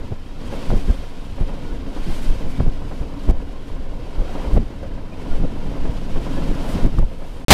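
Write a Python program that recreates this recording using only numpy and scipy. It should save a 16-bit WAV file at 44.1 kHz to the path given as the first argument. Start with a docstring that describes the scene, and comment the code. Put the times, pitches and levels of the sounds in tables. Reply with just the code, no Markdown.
"""Open window of a speeding train

The wheels roar through the coach body (shaped noise), loose fittings rattle, and wheels knock and squeal
(tones). Hiss swells as trees and poles go by, and is ducked after hard thumps by the recorder's gain control.
Low wind noise and eddies thump, slap and crackle on the microphone. Then the sound breaks off, and after a
moment of silence the scene changes: the full slipstream hits the microphone, noise so strong that it is
clipped."""
import sys
import numpy as np
from scipy import signal
from scipy.fft import rfft, irfft, next_fast_len
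from scipy.io import wavfile
from scipy.ndimage import uniform_filter1d

SR = 44100
rng = np.random.default_rng(int(sys.argv[2]) if len(sys.argv) > 2 else 0)


def master(y):
    """Save y as 16-bit WAV."""
    cut = np.clip(np.atleast_2d(y).T, -1, 1)
    pcm = np.round(cut * 32767)  # scale
    wavfile.write(sys.argv[1], SR, pcm.astype(np.int16))


N = 332073
TIME = np.arange(N) / SR   # seconds
SILENCE_S, BLAST_S, OVERLOAD_S = 7.448, 7.483, 7.506
CUTOFF_HZ = 15600

# Wheels on rails, levels before trim: [t/s, roar level/dB, body boom level/dB]
ROLLING_LEVELS = [(0.0, -41, -36), (0.2, -48, -44.5), (0.35, -48, -41), (0.45, -40, -33.5),
                  (0.68, -38, -36.5), (1.16, -45.5, -43), (1.41, -47, -37.5), (1.6, -40.5, -38),
                  (2.1, -42.5, -38), (2.51, -41.5, -36.5), (2.67, -42.5, -37.5), (3.13, -41.5, -39.5),
                  (3.69, -42.5, -40.5), (4.02, -41, -43.5), (4.46, -32.5, -37), (4.6, -44.5, -41),
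                  (4.81, -43.5, -41), (5.1, -41.5, -38.5), (5.26, -37.5, -36), (5.43, -39, -35),
                  (6.13, -40, -34), (6.42, -35.5, -27), (6.76, -32.5, -35), (6.86, -34, -25),
                  (6.91, -43.5, -37), (7.09, -45.5, -44), (7.44, -43.5, -40.5)]
# Eddies passing the microphone, levels before trim:
# [t/s, pressure swing level/dB, time from centre to swing peak/s, flutter level/dB]
EDDIES = [(0.122, -22, 0.00254, -24.5), (0.708, -17, 0.009, -25.5), (0.735, -12, 0.0056, -20.5),
          (0.77, -8, 0.0083, -25.5), (0.812, -18, .011, -46), (0.901, -5, 0.0052, -20.5),
          (1.42, -8.5, 0.009, -20.5), (1.652, -27, 0.0037, -34), (1.725, -13.5, .01, -35),
          (2.096, -14.5, 0.023, -26), (2.263, -14, 0.0075, -45), (2.307, -5.5, 0.0093, -31),
          (2.465, -15, 0.02, -27), (2.602, -11.5, 0.0054, -17), (2.634, -15.5, 0.0038, -29),
          (2.675, -8, 0.011, -22), (3.015, -15.5, 0.0054, -29.5), (3.299, -2.5, 0.0082, -15),
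          (3.355, -14, 0.018, -41), (3.746, -19, 0.0099, -36), (4.201, -7.5, 0.0083, -31),
          (4.482, -19, 0.0048, -33), (4.541, -11, 0.0047, -22.5), (4.573, -1.5, 0.0054, -15),
          (4.615, -13, 0.0093, -25), (5.341, -9.5, 0.017, -31), (5.402, -21, .005, -25.5),
          (5.442, -9, 0.011, -23.5), (5.673, -21, 0.006, -25.5), (5.839, -12.5, 0.013, -28.5),
          (5.899, -11, 0.0027, -25.5), (6.162, -13, 0.014, -35), (6.388, -12.5, 0.012, -35),
          (6.512, -10, 0.0077, -23.5), (6.76, -19, 0.014, -20), (6.854, -6.5, 0.0096, -17.5),
          (6.938, -17, .007, -27), (6.99, -6, 0.0048, -17), (7.032, -9, 0.011, -26.5)]
# What a wheel knock or a rattling fitting rings with: [f/Hz, relative level/dB, time to fall 60 dB/s]
RINGING_MODES = [(283, 8.5, 0.057), (548, 6.5, 0.1), (616, -5, 0.033), (788, -3.5, 0.05), (977, 3.5, 0.039),
                 (1200, -20, 0.028), (1655, -12.5, 0.063)]


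def from_db(db):
    """Turn decibels into gain."""
    return 10 ** (np.asarray(db) / 20)


def rms_one(x):
    """Scale to unit power."""
    return x / np.sqrt(np.mean(x ** 2) + 1e-20)


def in_time(rows):
    """Draw straight lines between the rows of a table, giving each column at every sample."""
    s, *columns = np.transpose(rows)
    return [np.interp(TIME, s, column) for column in columns]


def drift(rate):
    """Slow random wandering of rms 1, smoothed by two equal low-pass stages at the rate in Hz."""
    step = 40   # one slow value per 40 samples
    pole = np.exp(-2 * np.pi * rate * step / SR)
    settle = 2000   # slow values dropped while the filter settles
    white = rng.standard_normal(N // step + settle + 2)
    slow = signal.lfilter([1], [1, -2 * pole, pole * pole], white)[settle:]
    return np.interp(np.arange(N) / step, np.arange(len(slow)), rms_one(slow))


def cut(x, hz, kind, order=2):
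    """Butterworth low-, high- or band-pass filter."""
    return signal.sosfilt(signal.butter(order, hz, kind, fs=SR, output="sos"), x)


def smooth_noise(colour):
    """Even noise of rms 1 whose spectrum follows the colour table and falls away below its first row."""
    points_hz, points_db = np.transpose(colour)
    size = next_fast_len(N)
    hz = np.maximum(np.fft.rfftfreq(size, 1 / SR), 1)
    gain = from_db(np.interp(np.log(hz), np.log(points_hz), points_db))
    gain *= np.minimum(hz / points_hz[0], 1) ** 2
    return rms_one(irfft(rfft(rng.standard_normal(size)) * gain, size)[:N])


def turbulence(colour, patchy_db, flicker_rate):
    """Half-octave bands of noise, each flickering by itself; rms 1 in all."""
    points_hz, points_db = np.transpose(colour)
    edges = 11 * 2 ** (np.arange(22) / 2) * 1.05
    white = rng.standard_normal((2, N + SR // 2))   # neighbouring bands use different noise
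    out = 0
    for k, (low, high) in enumerate(zip(edges, edges[1:])):
        hz = np.sqrt(low * high)
        if points_hz[0] / 2 < hz < points_hz[-1] * np.sqrt(2):
            level_db = np.interp(np.log(hz), np.log(points_hz), points_db)
            band = cut(white[k % 2], [low, high], "band")[-N:]
            out = out + band * from_db(level_db + patchy_db * drift(flicker_rate))
    return rms_one(out)


def wind_rumble(level_db=2.0, steadiness=0.79, wake_db=-17, wake_s=0.07):
    """Slow pressure waves of the slipstream follow the gusts and heave around each eddy."""
    # Wind pressure on the microphone, before trim: [t/s, level/dB]
    gusts = [(0.0, -26), (0.25, -30.5), (0.5, -27.5), (0.78, -21), (1.12, -29.5), (1.55, -24.5), (1.7, -27),
             (1.87, -27.5), (2.08, -21), (2.5, -27), (2.8, -23.5), (3.13, -29.5), (3.42, -27), (3.65, -31),
             (3.84, -23.5), (4.07, -28), (4.41, -24), (4.68, -33.5), (4.95, -24.5), (5.1, -31.5),
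             (5.43, -22.5), (5.93, -24.5), (6.28, -23), (6.8, -24), (7.02, -26.5), (7.19, -27.5),
             (7.44, -31)]
    # Spectrum of the wind: [f/Hz, relative level per Hz/dB]
    wind_colour = [(12, 7.5), (22, -1), (40, -11), (70, -16), (120, -28), (250, -34), (600, -83)]
    level, = in_time(gusts)
    wakes = sum(from_db(push_db + wake_db) * np.exp(-((TIME - s) / wake_s) ** 2)
                for s, push_db, *_ in EDDIES)
    waves = turbulence(wind_colour, patchy_db=1.0, flicker_rate=11)
    power = uniform_filter1d(waves ** 2, size=SR // 10) + 1e-6
    steadied = waves / power ** (steadiness / 2)   # partly evens out the noise's own swells
    return np.hypot(from_db(level + level_db), wakes) * steadied


def rolling(roar_db=0.0, boom_db=1.0, uneven_db=0.26):
    """Rough rails make the wheels roar and the body boom, both shaken by the same jolts."""
    # Spectra of the wheels and of the coach body: [f/Hz, relative level per Hz/dB]
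    roar_colour = [(150, -4), (300, -1.5), (480, 1), (750, -6.5), (1000, -11), (1300, -16), (2000, -19.5),
                   (4000, -40.5)]
    boom_colour = [(50, -1), (90, 1), (150, 0.5), (280, -1.5), (380, -21), (700, -41)]
    roar, boom = in_time(ROLLING_LEVELS)
    jolts_db = uneven_db * drift(rate=10.7)
    wheels = from_db(roar + roar_db) * turbulence(roar_colour, patchy_db=2.5, flicker_rate=48)
    body = from_db(boom + boom_db) * turbulence(boom_colour, patchy_db=1.25, flicker_rate=36)
    return (wheels + body) * from_db(jolts_db)


def rushing_air(level_db=2.5, bright_db=-1.85, split_hz=5200, shake_db=0.9, top_shake_db=0.5):
    """Broad, slightly shaking hiss whose top opens as its level rises and as things pass close by."""
    # Hiss level before trim, swelling, and ducked after hard thumps by the recorder's gain control:
    # [t/s, level/dB]
    hiss_levels = [(0.06, -50.5), (0.18, -52), (0.35, -50.5), (0.55, -44), (0.72, -43.5), (1.17, -49.5),
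                   (1.5, -47.5), (1.83, -50.5), (2.14, -42.5), (2.46, -47), (2.57, -45), (2.69, -50),
                   (3.16, -50.5), (3.24, -46.5), (3.3, -49.5), (3.32, -54), (3.4, -51.5), (3.94, -52),
                   (4.4, -46), (4.562, -45.5), (4.583, -50), (4.72, -51.5), (5.05, -53), (5.36, -46),
                   (5.49, -49.3), (5.9, -47.8), (6.36, -44), (6.6, -44), (6.74, -40.5), (6.852, -44),
                   (6.872, -47.5), (6.92, -48), (6.98, -45.5), (7.0, -52.5), (7.44, -50.7)]
    # Spectrum of the hiss: [f/Hz, relative level per Hz/dB]
    hiss_colour = [(200, -0.5), (500, 5), (1000, 1), (1900, -1.5), (3100, -2), (3900, -5), (5200, -7),
                   (6400, -11.5), (9500, -15), (12500, -20), (14500, -25), (15700, -28)]
    # Something close to the track throws back the top of the hiss as it passes:
    # [t/s, level against the direct hiss before the top is trimmed/dB, half length/s, lower edge f/Hz]
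    passing_things = [(0.47, -1, .02, 7000), (0.776, -1, .025, 6000), (0.922, -3, 0.14, 7000),
                      (2.136, -6, .05, 4200), (2.223, 0.5, 0.14, 6500), (2.506, 2, .035, 8000),
                      (2.94, -3, 0.16, 4500), (3.238, -2, .025, 7000), (3.68, -2, .03, 7000),
                      (4.553, 4, .018, 6500), (6.655, 0, .03, 8500), (6.712, 5, 0.038, 8200),
                      (7.27, 2, 0.25, 7500)]
    top_follows = 0.19   # dB of extra treble for each dB that the hiss level rises
    level, = in_time(hiss_levels)
    brightness = bright_db + top_follows * (level - level.mean())
    hiss, thrown_back = smooth_noise(hiss_colour), smooth_noise(hiss_colour)
    low = cut(cut(hiss, split_hz, "low"), split_hz, "low")
    top = cut(cut(hiss, split_hz, "high"), split_hz, "high")
    for s, lift_db, half_s, edge_hz in passing_things:
        nearness = np.exp(-((TIME - s) / half_s) ** 2)
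        top += from_db(lift_db) * nearness * cut(thrown_back, edge_hz, "high", order=4)
    top = top * from_db(brightness + top_shake_db * drift(rate=40))
    return from_db(level + level_db + shake_db * drift(rate=18)) * (low + top)


def shifting_colour(x, copy_gain=0.23, lag_s=0.002, wander=0.199):
    """A faint delayed copy with wandering lag keeps shifting the colour of the hiss."""
    lag = lag_s * np.exp(wander * drift(rate=1.84))   # seconds, wandering around lag_s
    delayed = np.interp(TIME - lag, TIME, x)
    return (x + copy_gain * delayed) / np.sqrt(1 + copy_gain ** 2)


def coach(x):
    """Wheels and coach body resonate in narrow bands and leave hollows in a few others."""
    # Resonances (positive) and hollows (negative): [f/Hz, width/Hz, lift/dB]
    body_bands = [(280, 26, 7), (352, 40, -2), (510, 80, 2), (960, 110, 3), (1058, 14, 5), (1455, 30, 3),
                  (1558, 18, 4), (1850, 140, -2), (2280, 35, 2), (2600, 25, 3), (2870, 25, 3),
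                  (3170, 200, 3), (3420, 90, -2), (3730, 130, 2), (4620, 220, 1.5)]
    for hz, width_hz, lift_db in body_bands:
        band = signal.lfilter(*signal.iirpeak(hz, hz / width_hz, fs=SR), x)
        x = x + (from_db(lift_db) - 1) * band
    return x


def rattle(per_s=70, size_db=12.5, level_db=-9.5):
    """Loose fittings chatter at random and ring, louder when the wheels roar."""
    roar, _ = in_time(ROLLING_LEVELS)
    sizes_db = size_db * np.minimum(rng.exponential(1, N), 2)
    taps = (rng.random(N) < per_s / SR) * from_db(sizes_db)
    out = 0
    for hz, mode_db, t60 in RINGING_MODES:
        decay = from_db(-60 / (t60 * SR))   # gain kept per sample
        turn = 2 * np.pi * hz / SR   # radians per sample
        # Each tap meets each mode with its own strength; the tiny offset avoids slow arithmetic.
        strikes = taps * rng.standard_normal(N) + 1e-18
        ringing = signal.lfilter([0, np.sin(turn)], [1, -2 * decay * np.cos(turn), decay ** 2], strikes)
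        out = out + from_db(mode_db) * ringing
    return from_db(roar + level_db) * rms_one(out)


def buffets(swing_db=-0.5, flutter_db=1.5, sharp_db=-9.5, split_hz=430, top_hz=2500):
    """Each eddy pushes then pulls on the microphone, and its core breaks into a short rough flutter."""
    # Spectrum of the flutter: [f/Hz, relative level per Hz/dB]
    flutter_colour = [(40, 14), (90, 0), (170, -3), (300, -8.5), (600, -9), (1100, -34), (2200, -38),
                      (5000, -44)]
    flutter_s, flutter_grows = 0.012, 0.98   # half length: seconds plus a share of the swing width
    flutter = smooth_noise(flutter_colour)
    dull, sharp = cut(flutter, [80, split_hz], "band"), cut(flutter, [split_hz, top_hz], "band")
    out = np.zeros(N)
    for s, push_db, push_width, rough_db in EDDIES:
        centre = round(s * SR)
        near = slice(max(centre - SR // 8, 0), centre + SR // 6)
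        age = TIME[near] - s
        passing = age / max(push_width, .002)
        swing = -passing * np.exp((1 - passing ** 2) / 2)
        out[near] += from_db(push_db + swing_db) * swing
        envelope = np.exp(-(age / (flutter_s + flutter_grows * push_width)) ** 2)
        for noise, level_db in (dull, flutter_db), (sharp, sharp_db):
            burst = envelope * noise[near]
            # Luck in the noise must not change the energy: the eddy's strength sets it.
            burst *= np.sqrt(np.sum(envelope ** 2) / np.sum(burst ** 2))
            out[near] += from_db(rough_db + level_db) * burst
    return out


def slaps(rows):
    """The edge of an eddy lands as a spike of pressure that dies within a few cycles."""
    out = np.zeros(N)
    t = TIME[:SR // 50]
    for s, peak_db, hz, cycles in rows:
        age = hz * t / cycles   # 1 at the peak of the envelope
        spike = age * np.exp(1 - age) * np.sin(2 * np.pi * hz * t)
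        start = round(s * SR)
        out[start:start + len(t)] += from_db(peak_db) * spike
    return out


def crackle(level_db=-11.5, scatter_db=2.5, spread=1.2, low_hz=350, high_hz=1200, cycles=0.5, count=5):
    """Small swirls in the core of each eddy pop on the microphone; the high ones tend to be fainter."""
    pops = []
    for s, _, width_s, rough_db in EDDIES:
        for late, height, luck in rng.uniform(-1.1, 1, (count, 3)):
            hz = low_hz * (high_hz / low_hz) ** ((height + 1) / 2)
            pop_db = rough_db + level_db + scatter_db * (luck - height)
            pops.append((s + spread * width_s * late, pop_db, hz, cycles))
    return slaps(pops)


def knocks(crunch_db=-2.5, ring_db=-13.0, scatter_db=2.5):
    """A wheel crunches over a flaw in the rail and rings each mode with a new strength."""
    # Wheel knocks, mostly in pairs as the two axles of a bogie pass, before trim:
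    # [t/s, level/dB, brightness/dB per octave]
    wheel_hits = [(0.423, -37, 6), (0.523, -24, 3), (1.38, -30, 6), (1.487, -28.5, 0), (1.861, -30, 3),
                  (1.963, -27, -4), (2.408, -31, -12), (2.442, -36, 0), (2.818, -31, 3), (2.913, -26, 1),
                  (3.02, -30, 0), (3.122, -31.5, -2), (3.402, -33.5, 11), (4.351, -24, -2),
                  (4.704, -30.5, -6), (4.829, -29, 3), (4.976, -30.5, -4), (5.754, -26.5, -0.5),
                  (5.852, -22, 0), (6.158, -23, -2), (6.265, -25.5, -1), (6.371, -24, -7), (6.469, -30, -9),
                  (7.112, -31.5, 0), (7.215, -30, -2)]
    # Spectrum of the rough contact: [f/Hz, relative level per Hz/dB]
    crunch_colour = [(170, 6.5), (300, 2.5), (540, 2), (800, -5.5), (1050, -7.5), (1400, -17), (2000, -20),
                     (3500, -30), (6000, -52), (12000, -85)]
    attack_s, decay_s = 0.002, 0.025   # time constants of the rough contact
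    pivot_hz = 550   # brightness tilts the modes around this pitch
    out = np.zeros(N)
    t = TIME[:SR // 4]
    hz, mode_db, t60 = np.transpose(RINGING_MODES)[:, :, None]
    grit = smooth_noise(crunch_colour)
    contact = (1 - np.exp(-t / attack_s)) * np.exp(-t / decay_s)
    for s, level_db, tilt_db in wheel_hits:
        colour_db = mode_db + tilt_db * np.log2(hz / pivot_hz)
        strength = from_db(colour_db + scatter_db * rng.standard_normal(hz.shape))
        strength = strength * rng.choice([-1, 1], hz.shape)
        fading = np.exp(-np.log(1000) * t / t60)
        ring = np.sum(strength * np.sin(2 * np.pi * hz * t) * fading, axis=0)
        start = round(s * SR)
        near = slice(start, start + len(t))
        crunch = rms_one(contact * grit[near]) * np.sqrt(np.mean(contact ** 2))
        out[near] += from_db(level_db + crunch_db) * crunch + from_db(level_db + ring_db) * ring
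    return out


def swelling_tones(rows, waver):
    """A resonance is driven for a moment: its wavering tone swells and fades."""
    clock = np.cumsum(1 + waver * drift(rate=42.5)) / SR   # seconds, running unevenly
    return sum(from_db(level_db) * np.exp(-((TIME - s) / half_s) ** 2) * np.sin(2 * np.pi * hz * clock)
               for s, half_s, hz, level_db in rows)


def clicks(rows):
    """One single-sample impulse per row of time and level."""
    out = np.zeros(N)
    for s, level_db in rows:
        out[round(s * SR)] = from_db(level_db)
    return out + 1e-18   # the tiny offset avoids slow arithmetic in filters


def ticks(level_db=17.0, low_hz=900, soft_hz=4500):
    """Thin bright ticks: impulses with the bass removed and the top softened."""
    # Thin bright ticks: [t/s, impulse level before filters and trim/dB]
    tick_times = [(0.9124, -33), (3.289, -39), (3.299, -29), (3.3097, -30), (6.8617, -32), (6.8728, -36),
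                  (6.9897, -30)]
    thin = cut(clicks(tick_times), low_hz, "high", order=1)
    return from_db(level_db) * cut(thin, soft_hz, "low", order=1)


def slipstream(first_db=-14.5, full_db=2.5, push_db=-3.0, push_s=0.0032, side_db=-25.0, side_hz=3800):
    """The airstream lands with a push, then rises into overload; its top differs between the ears."""
    # Spectrum of the blast: [f/Hz, relative level per Hz/dB]
    blast_colour = [(25, 6), (90, -4.5), (280, -9), (500, -16), (850, -11), (1400, -20), (2200, -17),
                    (4500, -20), (9000, -29.5), (15000, -38)]
    blast = smooth_noise(blast_colour)
    blast /= np.sqrt(uniform_filter1d(blast ** 2, size=SR // 40))   # a steady flow of air
    side = from_db(side_db) * rms_one(cut(smooth_noise(blast_colour), side_hz, "high", order=6))
    level_db = np.interp(TIME, [OVERLOAD_S - .002, OVERLOAD_S], [first_db, full_db])
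    push = from_db(push_db) * np.exp(-np.abs(TIME - BLAST_S) / push_s)
    both_ears = np.stack([blast + side, blast - side])
    return (both_ears * from_db(level_db) - push) * (TIME > BLAST_S)


def scene():
    """Train and wind are heard alike in both ears until the slipstream takes over."""
    # Faint squeals, as of a wheel flange: [t/s, half length/s, f/Hz, level/dB]
    squeals = [(0.9, 0.015, 1590, -42), (1.69, 0.036, 1450, -47), (2.57, .09, 2275, -49),
               (5.13, .012, 2450, -46), (5.322, 0.017, 1410, -40), (6.38, .02, 1690, -42)]
    # The coach body booms briefly: [t/s, half length/s, f/Hz, level/dB]
    body_booms = [(1.881, 0.024, 269, -28.5), (2.0, .025, 291, -32.5), (2.975, 0.014, 255, -31.5),
                  (3.178, 0.018, 279, -26.5), (3.27, 0.026, 282, -31), (3.422, 0.014, 258, -37)]
    # The sharpest eddies land with a slap: [t/s, envelope peak/dB, f/Hz, cycles to the envelope peak]
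    sharp_slaps = [(0.117, -30, 640, 0.23), (0.704, -14.5, 760, 0.29), (0.715, -15.5, 600, 0.5),
                   (0.725, -18, 394, 0.56), (0.733, -16.5, 380, 0.46), (0.747, -19, 458, 0.25),
                   (0.751, -24, 800, 0.38), (1.42, -22.5, 354, 0.5), (2.6, -25, 1600, 0.5),
                   (2.604, -15, 590, 0.57), (2.607, -21, 1060, 0.41), (2.661, -22.5, 380, .6),
                   (2.689, -22, 380, 0.35), (3.29, -17, 330, 0.39), (3.301, -21, 690, 0.26),
                   (3.311, -17, 395, 0.32), (4.564, -15.5, 600, 0.29), (4.571, -17, 600, 0.4),
                   (4.577, -11, 470, .45), (4.5773, -26, 2600, .35), (5.437, -19, 480, .35),
                   (5.451, -17.5, 475, 0.5), (6.985, -23, 1160, 1.2), (6.999, -24, 453, 0.51),
                   (7.026, -26, 570, 1.2), (7.028, -32, 870, 1.6)]
    tones = swelling_tones(squeals, waver=0.0095) + swelling_tones(body_booms, waver=0.016)
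    train = coach(rolling() + shifting_colour(rushing_air())) + knocks() + rattle() + tones
    wind = wind_rumble() + buffets() + slaps(sharp_slaps) + crackle() + ticks()
    audible = np.interp(TIME, [SILENCE_S - .003, SILENCE_S + .001], [1, 0])
    return (train + wind) * audible + slipstream()


def record(dry):
    """The loudest swings flatten just below full scale, then a steep filter cuts the top."""
    flattened = np.clip(dry, -.97, .97)
    steep = signal.ellip(12, .1, 95, CUTOFF_HZ, fs=SR, output="sos")
    return signal.sosfilt(steep, flattened)


dry = scene()
out = record(dry)
master(out)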